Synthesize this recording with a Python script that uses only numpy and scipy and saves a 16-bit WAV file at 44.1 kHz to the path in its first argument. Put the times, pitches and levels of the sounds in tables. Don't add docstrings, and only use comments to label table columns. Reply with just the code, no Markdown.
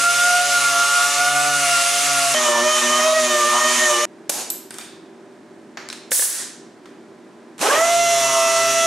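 import sys
import numpy as np
from scipy import signal
from scipy.fft import rfft, irfft, next_fast_len
from scipy.io import wavfile
from scipy.ndimage import uniform_filter1d

SR = 44100
rng = np.random.default_rng(int(sys.argv[2]) if len(sys.argv) > 2 else 0)


def write(x):
    x = np.atleast_2d(x).T
    wavfile.write(sys.argv[1], SR, np.round(np.clip(x, -1, 1) * 32767).astype(np.int16))


N = 390726
T = np.arange(N) / SR
FAR_START_S, FAR_END_S = 2.345, 4.054
LEFT_RIGHT = np.array([[1], [-1]])


# (frequency [Hz], density [dB])
SCRAPE_SPECTRUM = [(200, -55), (500, -19.5), (750, -14.5), (1050, -5.5), (1300, 0.5), (1700, -33.5),
                   (4000, -63.5)]

def sander(t, speed, levels, orders, upper, air, spin, whine_db, third_db, shake_db, drone_db, rub_db,
           scrape_db, flow_db, air_db, buzz_db, strain, waver, chop, jitter, flutter_db, pan_db,
           side_db, whistles=()):
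    full_hz, = curves(speed, t)
    first, second, third, rub, shake = curves(levels, t)
    sag_percent = 100 * (1 - full_hz / full_hz.mean())
    slack = np.clip(.92 - spin, 0, .3)
    sputter = np.clip(12 * (.998 - spin), 0, .75)
    tremble = (jitter + .16 * slack + .012 * sputter) * wobble(70, t)
    vane_phase = phase_of(spin * full_hz * (1 + tremble))
    shaft_phase = vane_phase / 5
    slip_phase = phase_of(25 * (1 + .35 * wobble(5, t)))

    def partial(phase, echo=.24, spread=.12):
        gain = amp(.7 * wobble(8, t) + flutter_db * wobble(75, t))
        phase = phase + rng.uniform(0, 2 * np.pi) + LEFT_RIGHT * spread * wobble(7.01, t)
        reflected = wobble(32, t) * np.sin(phase) + wobble(32, t) * np.cos(phase)
        direct = np.sin(phase + sputter * wobble(130, t)) * amp(6 * sputter * wobble(90, t) - 3 * sputter)
        return unit((direct + waver * echo * reflected) * gain)

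    whine = sum(amp(db + dips(k, t)) * partial(k * vane_phase, echo, spread=.18)
                for k, db, echo in [(1, first, .15), (2, second, .22), (3, third + third_db, .28)])
    whine *= amp(whine_db) * spin ** 1.1
    exhaust_hz, width_hz = 3075, 30
    for order, db in [(5 * k, db) for k, db in upper] + list(whistles):
        swell_db = 5 / (1 + ((order * spin * full_hz / 5 - exhaust_hz) / width_hz) ** 2)
        gain = spin ** 9 * amp(flow_db + db - 10 * sputter + swell_db + 1.8 * wobble(8, t))
        whine += gain * partial(order * shaft_phase, echo=.5, spread=.18)

    shaft = [amp(db) * partial(k * shaft_phase) for k, db in orders]
    side_tones = sum(amp(db) * partial(k * shaft_phase + slip_phase) for k, db in orders[5:])
    body = spin ** 5 * amp(shake + shake_db) * unit(sum(shaft[:2]))
    housing = spin * amp(drone_db + 1.5 * strain * sag_percent) * unit(sum(shaft[2:4]))
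    pad = spin ** 1.2 * amp(rub + rub_db) * unit(sum(shaft[5:]) + amp(side_db) * side_tones)
    scrape = amp(rub + scrape_db) * unit(rush(SCRAPE_SPECTRUM, t) * (1 + .5 * np.sin(shaft_phase)))
    buzz = amp(flow_db + buzz_db) * spin ** 9 * vane_buzz(shaft_phase, t)
    hiss = amp(flow_db + air_db) * exhaust_hiss(air, chop, shaft_phase, t)
    return (whine + body + housing + pad + scrape + buzz + hiss) * amp(LEFT_RIGHT * pan_db)


# (time [s], vane harmonic, depth [dB])
WHINE_DIPS = [(0.13, 2, 8), (0.17, 1, 14), (0.485, 2, 17), (0.605, 2, 8), (0.635, 2, 10), (0.67, 1, 9),
              (0.89, 1, 8), (1.15, 2, 12), (1.3, 2, 6), (1.345, 2, 9), (1.43, 2, 6), (1.585, 1, 9),
              (1.61, 2, 13), (1.675, 2, 15), (1.71, 2, 11), (1.765, 1, 10), (1.83, 2, 7), (1.91, 1, 9),
              (1.925, 2, 12), (2.025, 2, 14), (2.06, 2, 16), (2.135, 2, 12), (2.21, 2, 9), (2.265, 2, 11),
              (2.31, 2, 12), (2.73, 1, 9), (2.803, 3, 17), (2.815, 1, 13), (3.11, 3, 14), (3.285, 1, 19),
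              (3.41, 1, 9), (3.505, 1, 9), (3.595, 1, 15), (3.737, 3, 14), (3.77, 1, 16), (3.853, 1, 11),
              (3.945, 1, 12), (3.98, 1, 13), (7.765, 1, 10), (7.86, 1, 8)]

def dips(harmonic, t, fade_s=.012):
    return sum(-db * np.exp(-abs(t - s) / fade_s) for s, k, db in WHINE_DIPS if k == harmonic)


# (time [s], level [dB])
HISS_LEVELS = [(0, -.3), (.3, .3), (.42, -1.7), (.52, 0), (1.15, -.2), (1.35, -1.4), (1.52, -1), (1.68, .7),
               (1.81, 2), (1.93, .9), (2.3, 1.1), (2.45, 1), (2.55, -2), (2.7, -1.5), (2.78, 1), (3.0, .8),
               (3.13, -2), (3.25, 0), (3.65, .4), (3.75, 2.6), (3.9, .9), (4.03, -2.3), (7.64, 1),
               (8.04, -1), (8.21, 1.2), (8.5, -.3), (8.7, .5), (8.85, -.3)]

def exhaust_hiss(spectrum, chop, shaft_phase, t):
    puffs = 1 + chop * (np.sin(5 * shaft_phase) + np.sin(2 * shaft_phase))
    air = patchy(rush(spectrum, t), depth_db=1.3)
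    flicker = amp(.45 * wobble(35, t) + .3 * wobble(9, t))
    stroke_db, = curves(HISS_LEVELS, t)
    return amp(stroke_db) * unit(air * puffs * flicker)


# (frequency [Hz], gain [dB])
MUFFLER_RESPONSE = [(1300, -5), (2200, -1), (3500, -1), (4600, -1), (5700, 3.5), (6600, 6), (7200, -2),
                    (8000, -10)]

def vane_buzz(shaft_phase, t):
    buzz = sum(np.sin(k * shaft_phase + rng.uniform(0, 2 * np.pi) + .3 * wobble(50, t))
               * amp(3.2 * wobble(8, t)) for k in range(11, 58) if k % 5)
    return unit(filtered(buzz, lambda hz: amp(along(MUFFLER_RESPONSE, hz))))


# (time [s], vane rate [Hz])
NEAR_VANE_RATE = [(0, 693), (0.08, 696), (0.23, 709), (0.45, 715.5), (0.74, 695), (0.9, 703.6),
                  (1.1, 709.7), (1.32, 719), (1.5, 724), (1.67, 701), (1.85, 694), (2.07, 711), (2.21, 697),
                  (2.329, 690)]
# (time [s], vane harmonics 1, 2, 3 [dB], pad rub [dB], shake [dB])
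NEAR_STROKES = [(0.0, -37, -24, -41, -34, -43), (0.08, -28.5, -15, -37, -35, -50.5),
                (0.15, -28, -21.5, -36, -35, -50), (0.25, -26, -17, -35, -35, -48),
                (0.37, -21, -22, -34, -36.5, -47), (0.54, -27, -17.5, -35, -34, -46),
                (0.66, -35, -17, -36, -26.5, -45), (0.72, -26, -25, -38, -26, -44),
                (0.77, -25.5, -20, -39.5, -25.5, -44), (0.82, -31, -14.5, -38, -25, -48),
                (0.9, -33, -20.5, -37, -27, -51.5), (0.99, -27, -17.5, -35, -25, -50),
                (1.13, -32, -29, -41, -26, -48), (1.21, -23, -19, -34.5, -28, -43.5),
                (1.49, -25, -22.5, -39, -25.5, -39), (1.58, -28, -22.5, -38, -32, -40.5),
                (1.7, -24.5, -19.5, -35, -31, -44), (1.91, -26.5, -26, -32, -34, -49),
                (2.07, -27, -24.5, -34, -32, -43), (2.19, -26.5, -21, -38, -28.5, -41),
                (2.26, -22, -25, -38, -31, -41), (2.33, -28, -30, -37, -35, -41)]
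# (shaft order, level [dB])
NEAR_SHAFT = [(1, -21.5), (2, -20), (3, -17), (4, -8.5), (5, 0), (6, -11.5), (7, -14.5), (8, 0), (9, -2),
              (12, -11)]
# (vane harmonic, level against the airflow [dB])
NEAR_OVERTONES = [(4, -12), (5, -16.5), (6, -24), (7, -22), (8, -24), (9, -20)]
# (frequency [Hz], density [dB])
NEAR_EXHAUST = [(25, -46.5), (100, -31), (300, -17), (550, -18), (800, -14), (1080, -7), (1300, -1),
                (1560, -6), (1900, -3), (2700, 0.5), (3300, -3.5), (4600, -3), (6500, -0.5), (10000, -2.5),
                (12500, -14.5), (15500, -30)]

def near_sander():
    return sander(T[T < FAR_START_S], NEAR_VANE_RATE, NEAR_STROKES, NEAR_SHAFT, NEAR_OVERTONES,
                  NEAR_EXHAUST, spin=1, whine_db=.7, third_db=-2, shake_db=0, drone_db=-39,
                  rub_db=-1, scrape_db=-22, side_db=11, flow_db=-22.5, air_db=1.7, buzz_db=-7.5,
                  strain=-.6, waver=.9, chop=.02, jitter=.0015, flutter_db=1.05, pan_db=.2)


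# (time [s], vane rate [Hz])
FAR_VANE_RATE = [(2.37, 620), (2.509, 594.7), (2.57, 589.3), (2.72, 618.7), (2.83, 607), (2.95, 610.7),
                 (3.09, 632), (3.15, 633), (3.348, 604.3), (3.43, 597.4), (3.621, 611), (3.779, 617.6),
                 (3.85, 614.6), (3.97, 587), (4.051, 598.5)]
# (time [s], vane harmonics 1, 2, 3 [dB], pad rub [dB], shake [dB])
FAR_STROKES = [(2.35, -22, -28, -31, -34.5, -38), (2.44, -25.5, -28, -22.5, -29, -38),
               (2.49, -22, -28, -26, -26, -38), (2.56, -24.5, -27.5, -21, -23.5, -38),
               (2.66, -20, -27.5, -29, -30.5, -38), (2.74, -25, -23, -29, -34, -45),
               (2.84, -26, -30.5, -21.5, -31, -35.5), (3.0, -27, -22, -26.5, -29, -35),
               (3.08, -17, -25.5, -28, -27.5, -41.5), (3.22, -19, -26.5, -26, -39, -37.5),
               (3.28, -22, -31.5, -23, -32, -36.5), (3.35, -21.5, -24, -28, -32, -42),
               (3.42, -24, -17.5, -29, -32.5, -51), (3.5, -28, -22.5, -26.5, -32, -38),
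               (3.56, -25, -22.5, -30, -20, -41), (3.64, -25, -25, -27, -27.5, -40),
               (3.7, -24.5, -28, -23.5, -31, -39), (3.78, -28, -32, -25, -32, -38.5),
               (3.85, -23.5, -30, -21.5, -31, -40), (3.9, -21.5, -24.5, -25.5, -27.5, -51),
               (4.05, -24.5, -24, -29, -35.5, -45)]
# (shaft order, level [dB])
FAR_SHAFT = [(1, -32), (2, -9), (3, -14), (4, -22.5), (5, 0), (6, -18), (7, -19), (8, -11.5), (9, -11)]
# (vane harmonic, level against the airflow [dB])
FAR_OVERTONES = [(4, -14), (5, -11), (6, -17), (7, -26), (8, -25), (9, -18), (10, -16)]
# (frequency [Hz], density [dB])
FAR_EXHAUST = [(25, -47), (100, -47.5), (300, -26.5), (800, -3.5), (1300, -2), (2100, -1), (3100, -1),
               (5000, -5), (6600, 5), (7700, -0.3), (10000, -3.7), (12500, -14), (15500, -38.5)]

def far_sander():
    t = T[(T >= FAR_START_S) & (T < FAR_END_S)]
    return sander(t, FAR_VANE_RATE, FAR_STROKES, FAR_SHAFT, FAR_OVERTONES, FAR_EXHAUST,
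                  spin=1, whine_db=.6, third_db=-.4, shake_db=1.6, drone_db=-35.3,
                  rub_db=-.7, scrape_db=-3.5, side_db=-12, flow_db=-22.2, air_db=0, buzz_db=-6,
                  strain=1.3, waver=1.35, chop=.09, jitter=.006, flutter_db=1.7, pan_db=0)


# (time [s], vane rate [Hz])
SECOND_VANE_RATE = [(7.9, 692), (8.0, 687.5), (8.15, 682), (8.3, 669.7), (8.47, 664.6), (8.68, 667.6),
                    (8.85, 666)]
# (time [s], vane harmonics 1, 2, 3 [dB], pad rub [dB], shake [dB])
SECOND_STROKES = [(7.63, -23, -23, -24, -30, -45.5), (7.69, -17, -21.5, -21, -29, -45.5),
                  (7.76, -19, -21.5, -28, -31, -45.5), (7.82, -16.5, -20.5, -25.5, -31, -46),
                  (7.89, -17, -33, -30, -33, -47.5), (8.03, -18.5, -29, -28, -41, -43),
                  (8.17, -17.5, -36.5, -32, -32.5, -45), (8.29, -25.5, -27.5, -27, -27, -43),
                  (8.37, -18.5, -28, -32.5, -24, -49), (8.69, -22.5, -26.5, -28.5, -34, -43),
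                  (8.84, -19.5, -23.5, -30.5, -37.5, -48)]
# (shaft order, level [dB])
SECOND_SHAFT = [(1, -29.5), (2, -27), (3, -15.5), (4, -18.5), (5, 0), (6, -25.5), (7, -12.5), (8, -12.5),
                (9, -11.5)]
# (vane harmonic, level against the airflow [dB])
SECOND_OVERTONES = [(4, -9.5), (5, -13.5), (6, -17.5), (7, -19), (8, -17.5), (9, -18.5), (10, -14)]
# (frequency [Hz], density [dB])
SECOND_EXHAUST = [(25, -44), (100, -40), (300, -37.5), (600, -8), (1300, -4), (1700, -5), (3000, -2.5),
                  (4800, -7), (6400, 2.5), (7500, 0), (10000, -3), (12500, -11.5), (15500, -31.5)]
# (shaft order), and for each (level against the airflow [dB])
WHISTLE_MULTIPLES = (22, 27, 42, 44, 49, 51, 53)
WHISTLE_LEVELS = [-21, -22, -16, -11.5, -12, -19, -19]
THROTTLE_S = 7.566

def second_sander(valve_opens_s=.05, spin_up_s=.134):
    t = T[T >= THROTTLE_S]
    spin = np.tanh((t - THROTTLE_S) / spin_up_s)
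    valve = np.minimum(1, (t - THROTTLE_S) / valve_opens_s) ** 4
    return valve * sander(t, SECOND_VANE_RATE, SECOND_STROKES, SECOND_SHAFT, SECOND_OVERTONES,
                          SECOND_EXHAUST, spin, whine_db=.4, third_db=0, shake_db=-.5, drone_db=-39.5,
                          rub_db=-1, scrape_db=-6.5, side_db=-13, flow_db=-23.3, air_db=-.8,
                          buzz_db=-4.8, strain=.8, waver=.8, chop=.14, jitter=.001, flutter_db=.77,
                          pan_db=-.3, whistles=zip(WHISTLE_MULTIPLES, WHISTLE_LEVELS))


# (frequency [Hz], density [dB])
JUDDER_SPECTRUM = [(90, -60), (180, -26), (330, -5), (600, 0), (900, -1), (1400, -4), (3000, -9),
                   (4500, -17), (5700, -11), (9000, -40)]

def judder():
    envelope = burst(7.598, attack_s=.035, hold_s=.14, fall_db_per_s=110)
    return amp(-21) * envelope * rush(JUDDER_SPECTRUM, T) * amp(2.5 * wobble(60, T))


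# (frequency [Hz], density [dB])
POP_SPECTRUM = [(110, -40), (230, -3), (500, 6.5), (800, 4), (1250, -8), (1800, -3), (2500, -6.5),
                (4000, -2.5), (6000, 1), (9000, 3), (12000, -2), (15500, -19)]
LEAK_SPECTRUM = [(100, -48), (500, -17), (1600, -19), (2800, -14), (4800, -6.5), (5700, -2.5), (6800, -1),
                 (8200, 2.5), (10700, 2.5), (13000, -7.5), (15500, -6)]
# (time [s], level [dB])
SEATING_HITS = [(6.1169, -2.5), (6.194, -6), (6.222, -4.5)]
# (frequency [Hz], level [dB], t60 [s])
SOCKET_MODES = [(520, -9, 0.05), (1560, -8, 0.06), (1730, -6, 0.065), (2120, -8.5, 0.03),
                (3650, -10, 0.036)]

def coupler(jet_low_hz=140):
    pop = amp(-3.5) * burst(4.2935, attack_s=.0025, hold_s=.003, fall_db_per_s=1900)
    pop = pop * rush(POP_SPECTRUM, T)
    seep = amp(-28) * burst(6.107, attack_s=.003, hold_s=.008, fall_db_per_s=1000)
    gush = amp(-2.3) * burst(6.1155, attack_s=.004, hold_s=.132, fall_db_per_s=480)
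    joining = (seep + gush) * rush(LEAK_SPECTRUM, T) * amp(1.4 * wobble(82, T))
    t = T[:SR // 8]
    for s, db in SEATING_HITS:
        clack = amp(-5) * impact(KNOCK_SPECTRUM, t, t60=.035)
        add(joining, s, amp(db) * (clack + amp(-2) * ringing(SOCKET_MODES, t)))
    bass_cut = lambda hz: hz ** 4 / (hz ** 4 + jet_low_hz ** 4)
    return filtered(room(pop, wet_db=-3.6) + room(joining, wet_db=-6.8), bass_cut)


# (frequency [Hz], density [dB])
SLEEVE_SPECTRUM = [(1500, -25), (3500, -8), (5000, -3), (6300, -4), (7500, 3), (8800, 1), (11000, 0),
                   (12300, 5), (13500, -12), (15500, -18)]
# (frequency [Hz], level [dB], t60 [s])
SLEEVE_MODES = [(7407, -12, 0.4), (7892, -10, 0.3), (8270, -15, 0.25), (9356, -15, 0.3), (11500, -19, 0.3),
                (12130, -1, 0.31), (12215, 0, 0.31), (12310, 0, 0.31), (12420, -6, 0.22)]

def sleeve(snap_s=4.502):
    click, ring, t = np.zeros((2, N)), np.zeros((2, N)), T[:SR // 2]
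    add(click, snap_s, amp(-13) * impact(SLEEVE_SPECTRUM, t, t60=.026))
    add(ring, snap_s, amp(-29) * ringing(SLEEVE_MODES, t))
    return room(click, wet_db=-5.5) + room(ring, wet_db=-9)


# (time [s], level [dB], relative ring [dB])
PLUG_HITS = [(5.888, -21.5, -14), (5.901, -23, -4), (5.911, -33, -16), (5.928, -21.5, -18),
             (5.934, -28, -18)]
# (frequency [Hz], density [dB])
PLUG_SPECTRUM = [(300, -20), (1500, 0), (3000, -3), (5500, -1), (9000, -5), (11500, -17), (15500, -30)]
# (frequency [Hz], level [dB], t60 [s])
PLUG_MODES = [(1554, -1, 0.04), (2350, -6, 0.03), (3790, 0, 0.018), (4030, 0, 0.018), (5390, -4, 0.02),
              (6540, -6, 0.02), (9110, -10, 0.02)]

def plug():
    out, t = np.zeros((2, N)), T[:SR // 8]
    for s, db, ring_db in PLUG_HITS:
        click = amp(-2) * impact(PLUG_SPECTRUM, t, t60=.013)
        add(out, s, amp(db) * (click + amp(ring_db) * ringing(PLUG_MODES, t)))
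    return room(out, wet_db=-2.5)


# (time [s], level [dB], relative tick [dB], relative ring [dB])
TOOL_HITS = [(4.707, -27, -6, -24), (4.742, -32, -4, -16), (4.785, -26, -3, -15), (4.811, -29, -14, -18),
             (5.772, -20.5, -34, -45), (6.857, -35.5, -18, -40), (7.581, -32, -10, -25),
             (7.592, -27, -14, -30), (7.614, -16, -10, -30)]
# (frequency [Hz], density [dB])
KNOCK_SPECTRUM = [(100, -26.5), (400, -5.5), (1000, 0), (1600, 2.5), (2400, -1.5), (3600, -4.5), (6000, -7),
                  (10000, -26), (15000, -37)]
TICK_SPECTRUM = [(1500, -37.5), (5000, -8), (8500, 7.5), (11000, -5), (15500, -21.5)]
# (frequency [Hz], level [dB], t60 [s])
TOOL_MODES = [(1554, 0, 0.066), (2401, -4, 0.25), (3585, -8, 0.6), (4635, -11, 0.35), (5523, -11, 0.35),
              (6713, -8, 0.29), (8950, -12, 0.3), (12950, -9, 0.3)]

def knocks():
    out, t = np.zeros((2, N)), T[:SR // 3]
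    for s, db, tick_db, ring_db in TOOL_HITS:
        knock = amp(-4.5) * impact(KNOCK_SPECTRUM, t, t60=.046)
        tick = amp(tick_db + 4.5) * impact(TICK_SPECTRUM, t, t60=.015)
        add(out, s, amp(db) * (knock + tick + amp(ring_db) * ringing(TOOL_MODES, t)))
    return room(out, wet_db=.5)


# (frequency [Hz], level [dB])
MACHINE_TONES = [(236.9, -53), (290.7, -62.5), (328.4, -51), (387.6, -53.5), (479.1, -65.5), (602.9, -58),
                 (721.4, -66.5), (812.9, -74), (942.1, -69.5), (1012, -64)]
# (frequency [Hz], density [dB])
SHOP_SPECTRUM = [(15, -97.5), (25, -68.5), (75, -44.5), (91, -26.5), (227, -8), (267, -9.5), (389, -4.5),
                 (445, -14.5), (614, -17.5), (666, -17), (1200, -23.5), (1660, -23), (2770, -33),
                 (8810, -40), (15500, -63)]

def workshop():
    hum = sum(amp(db + 1.5 * wobble(1.8, T)) * np.sin(2 * np.pi * hz * T + .53 * wobble(4, T))
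              for hz, db in MACHINE_TONES)
    return (amp(1.5) * hum + amp(-45) * rush(SHOP_SPECTRUM, T)) * (T >= FAR_END_S)


# (frequency [Hz], t60 [s])
ROOM_DECAY = [(150, 0.38), (1000, 0.67), (4000, 0.68), (8000, 0.49), (14000, 0.26)]

def room(x, wet_db, build_s=.0088):
    hz, s, spectra = signal.stft(x, SR, nperseg=256)
    s = s[s < .9]
    decay = (amp(-60 * s / along(ROOM_DECAY, hz)[:, None]) * (1 - np.exp(-(s + 1e-4) / build_s))) ** 2
    decay /= decay.sum(1, keepdims=True)
    power = np.mean(abs(spectra) ** 2, axis=0)
    lingering = signal.fftconvolve(power, decay, axes=1)[:, :power.shape[1]]
    envelope = np.sqrt(abs(uniform_filter1d(lingering, size=3, axis=0)))
    noise = signal.stft(rush([(20, 0), (20000, 0)], T), SR, nperseg=256)[2]
    noise /= np.sqrt(np.mean(abs(noise) ** 2))
    echo = signal.istft(noise * envelope, SR, nperseg=256)[1]
    return x + amp(wet_db) * echo[:, :N]


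# (frequency [Hz], left-right correlation)
MIC_CORRELATION = [(40, 0.65), (200, 0.95), (1000, 0.81), (2500, .82), (5000, 0.74), (8000, 0.7),
                   (12000, 0.59)]

def rush(spectrum, t):
    def response(hz):
        angle = np.arccos(np.clip(along(MIC_CORRELATION, hz), -1, 1)) / 2
        return amp(along(spectrum, hz)) * np.array([np.cos(angle), np.sin(angle)])
    mid, side = filtered(rng.standard_normal((2, len(t))), response)
    return unit(np.array([mid + side, mid - side]))


def patchy(x, depth_db):
    spectra = signal.stft(x, nperseg=512)[2]
    patches = uniform_filter1d(rng.standard_normal(spectra.shape[1:]), size=8, axis=0)
    patches = uniform_filter1d(patches, size=15, axis=1)
    return signal.istft(spectra * amp(depth_db * unit(patches)), nperseg=512)[1][:, :x.shape[-1]]


def impact(spectrum, t, t60):
    return amp(-60 * t / t60) * rush(spectrum, t)


def ringing(modes, t):
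    return sum(amp(db + rng.normal(0, 2.4) - 60 * t / t60)
               * np.sin(2 * np.pi * hz * t + rng.uniform(0, 2 * np.pi)) for hz, db, t60 in modes)


def burst(start_s, attack_s, hold_s, fall_db_per_s):
    t = T - start_s
    return np.clip(t / attack_s, 0, 1) * amp(-fall_db_per_s * np.maximum(t - attack_s - hold_s, 0))


def wobble(rate, t):
    step = int(SR / rate)
    knots = rng.standard_normal(1024)[:len(t) // step + 2, None]
    ease = np.sin(np.arange(step) / step * np.pi / 2) ** 2
    return (knots[:-1] + np.diff(knots, axis=0) * ease).ravel()[:len(t)]


def phase_of(hz):
    return 2 * np.pi * np.cumsum(hz) / SR


def amp(db):
    return 10 ** (np.asarray(db) / 20)


def unit(x):
    return x / np.sqrt(np.mean(x ** 2) + 1e-20)


def along(points, hz):
    freqs, values = np.transpose(points)
    return np.interp(np.log(hz + 1), np.log(freqs + 1), values)


def curves(rows, t):
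    times, *columns = np.transpose(rows)
    return [np.interp(t, times, column) for column in columns]


def filtered(x, response):
    n = x.shape[-1]
    padded = next_fast_len(n + 8192, True)
    return irfft(rfft(x, padded) * response(np.fft.rfftfreq(padded, 1 / SR)), padded)[..., :n]


def add(out, s, sound):
    part = out[:, round(s * SR):][:, :sound.shape[-1]]
    part += sound[..., :part.shape[1]]


def scene():
    sanders = np.zeros((2, N))
    add(sanders, 0, near_sander())
    add(sanders, FAR_START_S, far_sander())
    add(sanders, THROTTLE_S, second_sander())
    mix = sanders + judder() + knocks() + plug() + sleeve() + coupler() + workshop()
    return mix * amp(-.55 * LEFT_RIGHT)


def record(dry, limit_db=-13.9, release_db_per_s=102, treble_weight=.45, low_hz=70, top_hz=15700):
    power = np.mean(dry ** 2 + treble_weight * np.diff(dry, prepend=0) ** 2, axis=0)
    level_db = 10 * np.log10(np.abs(uniform_filter1d(power, size=260)) + 1e-12)
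    over_db = np.maximum(level_db - limit_db, 0)
    duck_db = np.maximum.accumulate(over_db + release_db_per_s * T) - release_db_per_s * T
    low_cut = lambda hz: hz ** 2 / np.sqrt(hz ** 4 + low_hz ** 4)
    high_cut = lambda hz: (1 - np.tanh((hz - top_hz) / 150)) / 2
    return filtered(dry * amp(-duck_db), lambda hz: low_cut(hz) * high_cut(hz))


dry = scene()
out = record(dry)
write(out)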